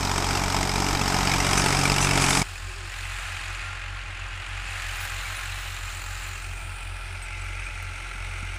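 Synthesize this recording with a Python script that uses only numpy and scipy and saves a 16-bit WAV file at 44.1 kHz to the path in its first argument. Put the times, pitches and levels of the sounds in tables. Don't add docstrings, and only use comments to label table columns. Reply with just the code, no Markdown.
import sys
import numpy as np
from scipy import signal
from scipy.fft import rfft, irfft
from scipy.io import wavfile
from scipy.ndimage import uniform_filter1d, map_coordinates

SR = 44100
rng = np.random.default_rng(int(sys.argv[2]) if len(sys.argv) > 2 else 0)


def dump(signal):
    limited = np.clip(np.atleast_2d(signal).T, -1, 1)
    pcm = np.round(limited * 32767).astype(np.int16)
    wavfile.write(sys.argv[1], SR, pcm)


def level_to_linear(level):
    exponent = np.asarray(level, float) / 20
    return 10 ** exponent


N = 378378
T = np.arange(N) / SR
CUT_S = 2.43

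# t/s, firing f/Hz
CLOSE_ENGINE = [
    (0.0, 46.4),
    (0.89, 46.92),
    (1.26, 46.15),
    (2.01, 46.84),
    (2.43, 45.33),
]
# t/s, firing f/Hz, level/dB
BEHIND_ENGINE = [(0, 37.7, -51), (.4, 40.4, -40), (.8, 40.4, -44), (1.2, 39.7, -39), (1.6, 41.8, -41),
                 (2.0, 38.4, -36), (2.43, 40, -46)]
# t/s, firing f/Hz
FAR_FOUR = [(2.43, 43.51), (3.21, 45.04), (3.34, 43.6), (3.77, 45.1), (3.94, 46.13), (4.16, 43.57),
            (4.6, 45.51), (5.0, 42.98), (5.49, 45.9), (5.96, 43.15), (6.13, 44.85), (6.78, 43.94),
            (7.13, 43.84), (7.6, 45.18), (7.75, 44.03), (7.89, 44.79), (8.58, 44.21)]
FAR_THREE = [(2.43, 47.41), (3.2, 46.4), (4.09, 48.02), (5.06, 47.22), (5.34, 47.83), (5.86, 47.76),
             (7.23, 45.81), (7.78, 46.01), (8.58, 44.59)]
# multiple of the firing rate, level over the note/dB
CLOSE_ORDERS = [(1, 0.5), (2, 0.5), (3, -0.5), (4, -3.5), (5, -11.5), (6, -5), (7, -51), (8, -34),
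                (9, -9.5)]
FOUR_ORDERS = [(1, 4.5), (2, -0.5), (2.999, -21), (1.25, -24), (2.5, -23), (2.75, -21)]
THREE_ORDERS = [(1, -6), (2, -0.5), (3, -28)]
# t/s, level/dB
APPROACH = [
    (0, 0),
    (.86, 1.4),
    (1.46, 4.5),
    (2.0, 4),
    (2.24, 5.5),
    (2.43, 2),
]
# distant level/dB, share of the nearness
CLOSE_LAYERS = [
    (-31, 0.77),
    (-30.5, 0.98),
    (-33.5, 0.49),
    (-40.5, 0.58),
]
# f/Hz, level/dB per Hz
CLOSE_COLOUR = [(35, -7), (60, -7.5), (142, -9), (210, -6), (423, -5.5), (497, -14.5), (792, -7),
                (1830, -14.5), (2360, -15.5), (4030, -20), (5200, -16), (7900, -20), (15500, -55.5)]
# f/Hz,
# width/Hz, level/dB
CLOSE_BODY = [(418, 26, -5.5), (774, 270, 1.5), (1290, 75, 5), (2260, 460, 3), (4000, 67, 1),
              (5130, 2500, 4), (7800, 280, 1.5)]
BONNET = [(10300, 4100, -8), (11940, 900, 7.5)]
CYLINDERS_DB = [2.5, -1, 1.5]
CYLINDERS_LATE = [.02, .08, .08]
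# f/Hz, ring time/s, level/dB, hard cylinder extra/dB
BLOCK_MODES = [(900, .025, -11, 2), (1440, 0.025, -5, 1), (2350, 0.014, -6, -8), (2930, 0.0059, -8, 8),
               (3790, 0.018, 0.5, -4), (3160, 0.019, -4, 5.5), (6500, 0.018, -5.5, 2),
               (5095, 0.027, 2.5, 2), (5430, 0.025, -3, 3), (8070, 0.022, -3, 2), (11100, .005, -1.5, 13)]
FAR_MODES = [(1334, 0.045, -5.5, 0), (1433, 0.094, -2, 0), (1582, 0.071, -0.5, 0), (1699, .06, -2.5, -2),
             (2100, 0.052, -4, 2), (2300, 0.05, -4, 1), (2487, 0.1, 0, -2), (2708, 0.075, -2.5, -3),
             (3790, 0.027, -10.5, 2), (5100, 0.018, -14, 0), (6940, .03, -8, 0)]
# t/s, level/dB, f/Hz
SLAPS = [(0.1785, -23, 2370), (0.3087, -17, 2350), (0.3712, -24, 3170), (0.4369, -16, 2320),
         (0.5646, -38, 1960), (0.629, -17, 2110), (0.6928, -17, 2170), (0.757, -16, 2420),
         (0.8425, -16, 2300), (0.8859, -14, 2310), (0.9497, -21, 2350), (1.0141, -22, 2300),
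         (1.078, -19, 2300), (1.1428, -22, 2330), (1.2072, -18, 1980), (1.2725, -13, 2420),
         (1.3154, -14, 2200), (1.3372, -9.5, 2370), (1.402, -12, 2070), (1.4446, -21, 2860),
         (1.4666, -17, 2050), (1.5314, -13, 2380), (1.579, -17, 2510), (1.5968, -14, 2460),
         (1.6602, -12, 2020), (1.725, -12, 2160), (1.7464, -21, 2330), (1.8123, -20, 2430),
         (1.8533, -6.5, 2340), (1.8966, -22, 2540), (1.918, -14, 2330), (1.9817, -11, 2320),
         (2.0053, -24, 2290), (2.0455, -18, 2390), (2.1101, -11, 2240), (2.1745, -18, 2200),
         (2.2403, -17, 2260), (2.3052, -10.5, 2180), (2.371, -11.5, 2420), (2.4154, -16, 2260)]
PLATE_SLAPS = [(0.0712, -22, 3820), (0.179, -27, 3700), (0.7567, -25, 3890), (1.3154, -19, 3780),
               (1.4446, -21, 3730), (1.5743, -21, 3830), (1.6606, -23, 3360), (1.725, -26, 3740),
               (1.8327, -27, 3710), (1.94, -24, 3600), (2.175, -19, 3530), (2.2633, -24, 3560),
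               (2.3052, -22, 3650), (2.3286, -14, 3650)]
PUMP_SLAPS = [(0.0498, -21, 5020), (0.1136, -22, 5170), (0.2668, -23, 5050), (0.3726, -16, 5000),
              (0.5651, -21, 5200), (0.6938, -18, 5030), (0.7587, -20, 5000), (0.8849, -22, 4970),
              (0.9492, -21, 4980), (1.0585, -21, 4900), (1.0789, -14, 5300), (1.1438, -22, 5200),
              (1.273, -17, 5080), (1.295, -19, 5110), (1.3174, -21, 5230), (1.3379, -22, 5150),
              (1.4022, -17, 5700), (1.6856, -17, 5270), (1.7684, -16, 5100), (1.7903, -20, 5000),
              (1.918, -22, 5210), (2.1106, -20, 5270)]
# t/s, length/s, level/dB, ringing link f/Hz, ring share
CHAIN = [
    (1.569, 0.045, -22, 6000, 0.73),
    (1.833, 0.029, -29, 5900, .6),
    (2.007, 0.061, -21.5, 5870, 0.61),
    (2.2, 0.074, -22.5, 7600, 0.33),
    (2.28, 0.16, -25.5, 7340, 0.37),
]
# from t/s, to t/s, f/Hz, width/Hz, level/dB
CLOSE_HOLLOWS = [(-.2, .5, 920, 199, 4), (-.2, .7, 2750, 300, -1), (-.2, 1.3, 4260, 400, -0.5),
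                 (.4, 1.3, 820, 200, 2), (2.0, 2.6, 7440, 1500, 0.5), (2.0, 2.6, 11200, 2000, -1),
                 (2.0, 2.6, 2500, 800, 2), (1.1, 1.4, 400, 119, -4.5)]
FAR_HOLLOWS = [(2.202, 2.9, 5070, 900, 4.5), (2.202, 2.9, 6240, 500, -3), (2.2, 2.9, 8050, 2000, 2.5),
               (2.2, 2.9, 13500, 3000, -3), (2.2, 2.9, 2500, 300, 0), (2.2, 2.9, 2100, 300, -3.5),
               (4.102, 4.7, 2870, 350, 3), (7.24, 7.358, 2350, 500, 4), (7.6, 7.7, 2400, 500, 4),
               (5.2, 6.402, 4130, 600, 3.5), (5.8, 6.6, 3470, 300, -3), (5.2, 5.8, 4580, 300, -5),
               (5.8, 6.4, 7260, 600, 5.5), (5.8, 6.4, 1330, 200, 3), (5.8, 6.5, 10450, 400, 0),
               (4.7, 5.803, 14000, 2000, 4.5), (6.5, 7.3, 9800, 500, -4), (6.9, 7.3, 6500, 700, -2),
               (6.9, 7.3, 5600, 400, 1), (7.2, 7.75, 2350, 400, 0), (7.3, 7.7, 7800, 600, 0),
               (7.75, 8.8, 5000, 250, -9), (7.75, 8.8, 7400, 300, -6), (7.7, 8.8, 9950, 300, 1)]
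# t/s, level/dB, cover 0-1
FIELD = [(2.44, -41, 0.04), (2.82, -41, 0.3), (2.95, -37.5, 0.21), (3.26, -35.5, 0.28), (3.6, -36, 0.62),
         (3.9, -39, 1.1), (4.3, -39, 0.94), (4.66, -36.5, 0.63), (4.72, -35, 0.42), (5.04, -35, 0.17),
         (5.43, -35.5, 0.2), (6.0, -39.5, .01), (6.3, -38.5, 0.04), (6.5, -40, 0.05), (6.89, -40.5, 0.02),
         (7.3, -39.5, 0.13), (7.62, -39, 0.12), (8.58, -38.5, 0.12)]
# f/Hz, level/dB per Hz
OPEN_COLOUR = [(290, -58), (500, -14), (726, -7), (803, -8), (927, -9.5), (1060, -8.5), (1620, 1),
               (2760, -1.5), (3190, -7), (5510, -17), (7030, -16.5), (11500, -17), (15500, -15.5)]
CUPPED_COLOUR = [(290, -38), (500, -19), (769, -8.5), (839, -7), (1090, -13), (1390, -6.5), (1960, -5.5),
                 (2460, -9.5), (6180, -18), (8360, -18), (15500, -24)]
SHADED_COLOUR = [(290, -51), (500, -17.5), (888, -9), (997, -15), (1370, -7), (1850, -6.5), (2010, -1.5),
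                 (2500, -4.5), (3190, -13.5), (8360, -19.5), (15500, -29.5)]
# f/Hz, width/Hz, level/dB
OPEN_BODY = [(829, 68, 7.5), (1244, 270, 4.5), (2480, 140, 3), (1050, 71, 5.5), (4450, 1000, 1.5)]
CUPPED_BODY = [(1340, 110, 9), (1850, 260, -4.5), (2460, 250, 9), (6460, 640, 0), (9100, 500, 4),
               (10700, 360, 7), (11600, 1500, -9)]
SHADED_BODY = [(1366, 88, 8.5), (1850, 180, -7), (2300, 430, 2), (5560, 300, 1.5), (6250, 270, 3),
               (7340, 630, -3), (9400, 300, 4), (10000, 310, -3), (10450, 450, 2.5), (8340, 500, 4.5),
               (12000, 1300, -10), (14300, 900, 10)]
# level under it/dB, loss to full cover/dB, loss to cupping/dB, delay of the hand/s
PORT = [
    (-9.5, -3, -7, .01),
    (-9.5, -7.5, -4.5, .01),
    (-29, -31, -4, .17),
    (-14.5, -38, -3, 0.55),
]
# f/Hz, level/dB per Hz
SOIL = [(18, 0), (40, 3), (110, 3.5), (150, -1.5), (220, -11.5), (350, -5), (480, -11.5), (620, -7.5),
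        (800, -42.5)]
# t/s, f/Hz
GEAR = [(5.0, 773.2), (5.22, 836.2), (5.32, 811.8), (5.6, 866.6), (5.97, 829.8), (6.03, 852.7),
        (8.29, 854.1), (8.3, 826.8), (8.58, 861.6)]
# multiple of the mesh, level/dB
GEAR_LINES = [(1, -7), (.815, -14), (.455, -16)]
# t/s, f/Hz, level/dB, length/s
BELLS = [(4.87, 14350, -62, .025), (4.953, 13200, -56, .025), (4.955, 12400, -58, .03),
         (4.955, 15300, -58, .03), (4.997, 12630, -51, .07), (4.997, 15340, -51, .06),
         (4.997, 14770, -59, .07), (4.997, 10510, -53, 0.087), (5.01, 9490, -57, .05),
         (5.3, 13000, -62, .03), (5.35, 9500, -50, .06), (5.358, 10300, -47, .05), (5.587, 14900, -54, .04),
         (5.8, 9500, -61, .025), (5.95, 12050, -57, .02), (6.27, 14900, -57, 0.037),
         (6.27, 12300, -58, .025), (6.42, 8650, -51, 0.049), (6.56, 8750, -48, 0.026),
         (7.31, 8650, -53, .03), (7.412, 7800, -48, .015), (6.02, 14700, -62, .04),
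         (7.22, 8250, -44, 0.029), (7.435, 11800, -64, .035), (7.222, 10400, -58, .03),
         (7.228, 12800, -66, .02), (7.23, 14900, -64, .02), (7.256, 7600, -52, .015),
         (7.395, 9500, -58, .03), (5.967, 8080, -43, .015)]
# t/s, f/Hz, level/dB
GROAN = [
    (2.65, 386, -65),
    (2.69, 377, -52),
    (2.74, 356, -59),
    (2.77, 408, -53),
    (2.84, 350, -52),
    (2.91, 319, -68),
]
# t/s, level/dB, f/Hz, length/s
TAPS = [
    (4.25, -48, 25, .04),
    (8.155, -42, 190, .004),
    (8.4298, -29, 130, .0022),
]
# t/s, level/dB, length/s
RUBS = [
    (4.23, -60, .006),
    (4.36, -60, .006),
    (6.85, -51, .006),
    (7.228, -55, .012),
    (7.827, -43, .004),
]
# t/s, level/dB, f/Hz
STONES = [(2.7104, -34, 2680), (2.8989, -34, 2660), (2.9229, -28, 1930), (3.8792, -24, 2700),
          (4.2174, -30, 2650), (4.867, -27, 2130), (5.3314, -27, 1940), (5.7689, -27, 2380),
          (5.8343, -29, 2310), (6.5751, -32, 2510), (6.6404, -32, 2460), (6.811, -33, 2460),
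          (6.9168, -35, 2680), (7.2416, -33, 2260), (7.5923, -22, 2430), (7.6651, -20, 2430),
          (7.7554, -27, 2520)]

CUP_S, SHADE_S = 6.42, 7.2


def curves(table):
    s, *columns = np.transpose(table)
    return [np.interp(T, s, c) for c in columns]


def fade(s, length):
    return np.clip((T - s) / length + .5, 0, 1)


def unit(x):
    return x / np.sqrt(np.mean(x ** 2))


def walk(rate):
    k = int(SR / rate)
    steps = np.repeat(rng.standard_normal(N // k + 1), k)
    return uniform_filter1d(uniform_filter1d(steps, k), k)[:N]


def bandpass(x, order, low_hz, high_hz):
    return signal.sosfilt(signal.butter(order, [low_hz, high_hz], "bandpass", fs=SR, output="sos"), x)


def colour(x, points, body=()):
    f = np.fft.rfftfreq(4096, 1 / SR) + 1
    hz, level_db = np.array(points).T
    db = np.interp(np.log(f), np.log(hz), level_db)
    db = db + sum(g / (1 + (2 * (f - centre) / w) ** 2) for centre, w, g in body)
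    ceps = irfft(db * np.log(10) / 20)
    ceps[1:2048] *= 2
    ceps[2049:] = 0
    return signal.oaconvolve(x, irfft(np.exp(rfft(ceps))))[:N]


def bands(x, edges_hz, levels_db):
    spectrum, f = rfft(x), np.fft.rfftfreq(N, 1 / SR) + 1
    below = [0] + [1 / (1 + (f / hz) ** 10) for hz in edges_hz] + [1]
    parts = (irfft(spectrum * (hi - lo), N) for lo, hi in zip(below, below[1:]))
    return sum(unit(p) * level_to_linear(db) for p, db in zip(parts, levels_db))


def hollows(x, table):
    out = x.copy()
    for start, end, hz, width, db in table:
        span = slice(max(int((start - .2) * SR), 0), int((end + .2) * SR))
        inside = np.minimum(T[span] - start, end - T[span])
        facing = np.clip(inside / 0.21 + .5, 0, 1)
        peak = signal.lfilter(*signal.iirpeak(hz, hz / width, SR), out[span])
        out[span] += facing * (level_to_linear(db) - 1) * peak
    return out


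def turns(hz, start_s, turn):
    return turn + np.cumsum(hz * (T >= start_s)) / SR


def exhaust(turn, orders, lag, wobble_db):
    out = 0
    for k, db in orders:
        level = np.sqrt(2) * level_to_linear(db + wobble_db * walk(11.0))
        out = out + level * np.cos(k * 2 * np.pi * turn - lag * (k - 1))
    return out


def block(fired, modes, scatter_db):
    cycle = np.maximum(fired, 0).astype(int)
    at = np.flatnonzero(np.diff(cycle)) + 1
    hard = cycle[at] % len(CYLINDERS_DB) == 0
    out = 0
    for hz, t60, db, hard_db in modes:
        late, luck, sign = rng.standard_normal((3, len(at)))
        struck = np.clip(at + (50 * np.abs(late)).astype(int), 0, N - 1)
        kicks = np.zeros(N)
        kicks[struck] = level_to_linear(hard_db * hard + scatter_db * luck) * np.sign(sign)
        spin = np.exp(2j * np.pi * hz / SR)
        dies = spin * np.exp(-np.log(1000) / (t60 * SR))
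        builds = spin * np.exp(-1 / (0.00046 * SR))
        out = out + level_to_linear(db) * unit(signal.lfilter([1], np.poly((dies, builds)), kicks).imag)
    return out


def clinks(count, cycles, scatter_db, low_hz=2500):
    at, pitch, loud = rng.random((count, 3)).T
    hz, age = low_hz + (15000 - low_hz) * pitch[:, None], np.arange(800) / SR
    length = np.minimum(cycles / hz ** .5, 800 / SR)
    envelope = np.sin(np.pi * np.minimum(age / length, 1) ** 0.32) ** 2
    rings = envelope * np.sin(2 * np.pi * hz * age) * level_to_linear(scatter_db * loud)[:, None]
    place = (at * (N - 800)).astype(int)[:, None] + np.arange(800)
    return unit(np.bincount(place.ravel(), rings.ravel(), N))


def slaps(table, rise, decay, gain_db, crack):
    out, noise = np.zeros(N), rng.standard_normal(N)
    for s, db, hz in table:
        span = slice(int(s * SR), int(s * SR) + SR // 20)
        age = T[span] - s
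        envelope = np.clip(age / rise, 0, 1) ** 2 * np.exp(-np.maximum(age - rise, 0) / decay)
        body = np.sin(2 * np.pi * hz * age) + crack * uniform_filter1d(noise[span], size=3)
        out[span] += level_to_linear(db + gain_db) * envelope * body
    return out


def soil():
    level_db = -51 + 1.1 * np.maximum(T - 6.2, 0) + 0.65 * walk(10)
    return unit(colour(rng.standard_normal(N), SOIL)) * level_to_linear(level_db)


def engine_behind():
    hz, note_db = curves(BEHIND_ENGINE)
    return exhaust(turns(hz, 0, 0.16), [(1, -3), (2, -14)], 1.4, .8) * level_to_linear(note_db)


def fingers():
    rub = bandpass(rng.standard_normal(N), 2, 7000, 14500)
    out = sum(level_to_linear(db) * np.exp(-((T - s) / length) ** 2) * rub for s, db, length in RUBS)
    for s, db, hz, length in TAPS:
        out += level_to_linear(db) * np.exp(-((T - s) / length) ** 2) * np.cos(2 * np.pi * hz * (T - s))
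    return out


def frame_groan():
    hz, db = curves(GROAN)
    tone = np.sqrt(2) * np.sin(2 * np.pi * np.cumsum(hz) / SR)
    return level_to_linear(db) * (T < GROAN[-1][0]) * tone


def bells():
    out, swing = np.zeros(N), level_to_linear(3.0 * walk(120))
    for s, hz, db, length in BELLS:
        span = slice(int(s * SR), int(s * SR) + SR // 5)
        age = T[span] - s
        envelope = np.clip(age / 0.0018, 0, 1) * np.exp(-(age / length) ** 3)
        out[span] += np.sqrt(2) * level_to_linear(db) * swing[span] * envelope * np.sin(2 * np.pi * hz * age)
    return out


def palm(x, cup):
    notch_hz = 6000 + 1200 * fade(6.8, .45)
    treble = signal.sosfiltfilt(signal.butter(2, 4000, "highpass", fs=SR, output="sos"), x)
    echo = map_coordinates(treble, [np.arange(N) - SR / notch_hz], mode="mirror")
    return x - 0.55 * cup * echo


def far_notes(four, three):
    four_db = -43 + 0.34 * (T - CUT_S) + 0.5 * fade(8.9, 0.27)
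    notes = exhaust(four, FOUR_ORDERS, 3.35, 1.0) * level_to_linear(four_db)
    return notes + exhaust(three - .318, THREE_ORDERS, 2.28, 0.6) * level_to_linear(-46)


def whines(three, cup):
    mesh = turns(curves(GEAR)[0], CUT_S, 0) + 0.25 * walk(25)
    gears = exhaust(mesh, GEAR_LINES, 0, 2.5) * level_to_linear(-64 + 12.5 * fade(5.5, 1.2))
    bearing = exhaust(1430 * T + 0.13 * walk(25), [(0.97, -53)], 0, 4.3)
    bearing = bearing * (fade(2.9, .2) - fade(4.5, .4))
    pump = exhaust(three + 0.011 * walk(14), [(22.8, -63)], 0, 5.1)
    return gears + bearing + (1 - cup) * pump


def harrow_clatter(four, three, cup, shade):
    uneven = level_to_linear(1.8 * np.clip(rng.standard_normal((400, 2)), -1.5, 1.5))
    four_fired, three_fired = four - .25, three - .2
    throb = 0.8 * uneven[four_fired.astype(int), 0] * np.exp(-(four_fired % 1) / 0.15)
    throb += .5 * uneven[three_fired.astype(int), 1] * np.exp(-(three_fired % 1) / 0.57)
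    noise = rng.standard_normal(N) * (level_to_linear(0.51 * walk(12)) + uniform_filter1d(throb, size=80))
    noise = unit(noise) + level_to_linear(-13) * clinks(count=3000, cycles=0.81, scatter_db=9.5)
    noise += level_to_linear(-13) * clinks(count=500, cycles=1.9, scatter_db=10, low_hz=6870)

    hiss = (1 - cup) * unit(colour(noise, OPEN_COLOUR, OPEN_BODY))
    hiss += (cup - shade) * unit(colour(noise, CUPPED_COLOUR, CUPPED_BODY))
    hiss += shade * unit(colour(noise, SHADED_COLOUR, SHADED_BODY))
    hiss += level_to_linear(-12.5) * unit(block(four_fired, FAR_MODES, 5.2))
    hiss = palm(hiss, fade(CUP_S + 0.19, .15) - 0.44 * shade)

    clatter_db, cover = curves(FIELD)
    levels_db = [clatter_db]
    for db, cover_db, cup_db, late in PORT:
        levels_db.append(clatter_db + db + cover_db * cover + cup_db * fade(CUP_S + late, 0.43))
    ring_hz = (1 - cup) * 7200 + (cup - shade) * 8300 + shade * 7860
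    lowpass = signal.butter(2, 550, fs=SR, output="sos")
    spread = unit(signal.sosfilt(lowpass, noise * (0.12 + throb)))
    ring = np.sin(2 * np.pi * np.cumsum(ring_hz) / SR) * spread
    clatter = bands(hiss, (3410, 6000, 10000, 13200), levels_db) + ring * level_to_linear(levels_db[2] - 4.0)
    return hollows(clatter, FAR_HOLLOWS)


def far_tractors():
    four = turns(curves(FAR_FOUR)[0], CUT_S, .793)
    three = turns(curves(FAR_THREE)[0], CUT_S, .222)
    cup, shade = fade(CUP_S, .3), fade(SHADE_S, .35)
    return far_notes(four, three) + whines(three, cup) + harrow_clatter(four, three, cup, shade)


def chains():
    spray = bandpass(rng.standard_normal(N), 3, 5000, 10000)
    flutter, out = level_to_linear(3.8 * walk(150)), np.zeros(N)
    for s, length, db, hz, ring in CHAIN:
        span = slice(int(s * SR), int(s * SR) + SR // 5)
        age = T[span] - s
        envelope = np.clip(age / 0.0066, 0, 1) * np.exp(-(age / length) ** 3)
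        link = np.exp(-age / 0.11) * np.sin(2 * np.pi * hz * age * (1 + 0.4 * age))
        out[span] += level_to_linear(db) * envelope * flutter[span] * (spray[span] + ring * link)
    return out


def hard_slaps():
    out = slaps(SLAPS, 0.0013, 0.0041, -6.5, 0.48)
    out += slaps(PLATE_SLAPS, 0.0015, 0.0032, -2.5, .1)
    return out + slaps(PUMP_SLAPS, 0.0011, 0.0036, -4.5, .1)


def close_tractor():
    hz, near_db = curves(CLOSE_ENGINE)[0], curves(APPROACH)[0]
    bark_db, *rest_db = (db + share * near_db for db, share in CLOSE_LAYERS)
    turn = turns(hz, 0, .877)
    low = exhaust(turn, CLOSE_ORDERS[:2], 2.16, 0.74) * level_to_linear(-33.5 - 3 * fade(2.26, 0.22))

    fired = turn - .13
    fired = fired - np.take(CYLINDERS_LATE, (fired + .5).astype(int) % len(CYLINDERS_LATE))
    cycle = np.maximum(fired, 0).astype(int)
    blow_db = np.take(CYLINDERS_DB, cycle % len(CYLINDERS_DB))
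    blow = level_to_linear(blow_db + 1.2 * rng.standard_normal(500)[cycle])

    bark_lag = 1.72
    bark = exhaust(turn, CLOSE_ORDERS[3:], bark_lag, 2.3) * level_to_linear(bark_db - 6.0)
    bark *= uniform_filter1d(blow, size=400) ** 0.1
    stack_db = -28 - 6 * np.abs(T - 2.05)
    bark += exhaust(turn, CLOSE_ORDERS[2:3], bark_lag, 0.47) * level_to_linear(stack_db)

    knock = 1.57 * blow * np.exp(-((fired - .04) % 1) / .21)
    valves = 0.5 * np.exp(-((fired + 0.56) % 1) / 0.13)
    pulses = uniform_filter1d(knock + valves, size=140)
    noise = unit(rng.standard_normal(N) * (level_to_linear(1.05 * walk(19.7)) + pulses))
    loose = clinks(count=3000, cycles=0.91, scatter_db=6)
    noise += level_to_linear(-5.5) * loose * uniform_filter1d(0.08 + knock, size=200)

    level = fade(1.42, 0.27)
    clatter = (1.5 - level) * colour(noise, CLOSE_COLOUR, CLOSE_BODY + BONNET)
    clatter += level * colour(noise, CLOSE_COLOUR, CLOSE_BODY)
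    clatter += colour(block(fired, BLOCK_MODES, 2.1), CLOSE_COLOUR) * level_to_linear(-13.0)
    clatter = bands(clatter, (600, 3300, 9000), [bark_db - 4.0, *rest_db])
    return low + bark + hollows(clatter, CLOSE_HOLLOWS)


def scene():
    far = fade(CUT_S, 1 / 500)
    close = engine_behind() + chains() + hard_slaps() + close_tractor()
    stones = slaps(STONES, .002, 0.0051, -7, .1)
    field = soil() + fingers() + frame_groan() + bells() + stones + far_tractors()
    return ((1 - far) * close + far * field)[None]


def top_cut(x):
    return signal.sosfilt(signal.butter(12, 15690, fs=SR, output="sos"), x)


def record(dry):
    mix = signal.sosfilt(signal.ellip(10, .3, 60, 15480, fs=SR, output="sos"), dry)
    return top_cut(mix)


dry = scene()
out = record(dry)
dump(out)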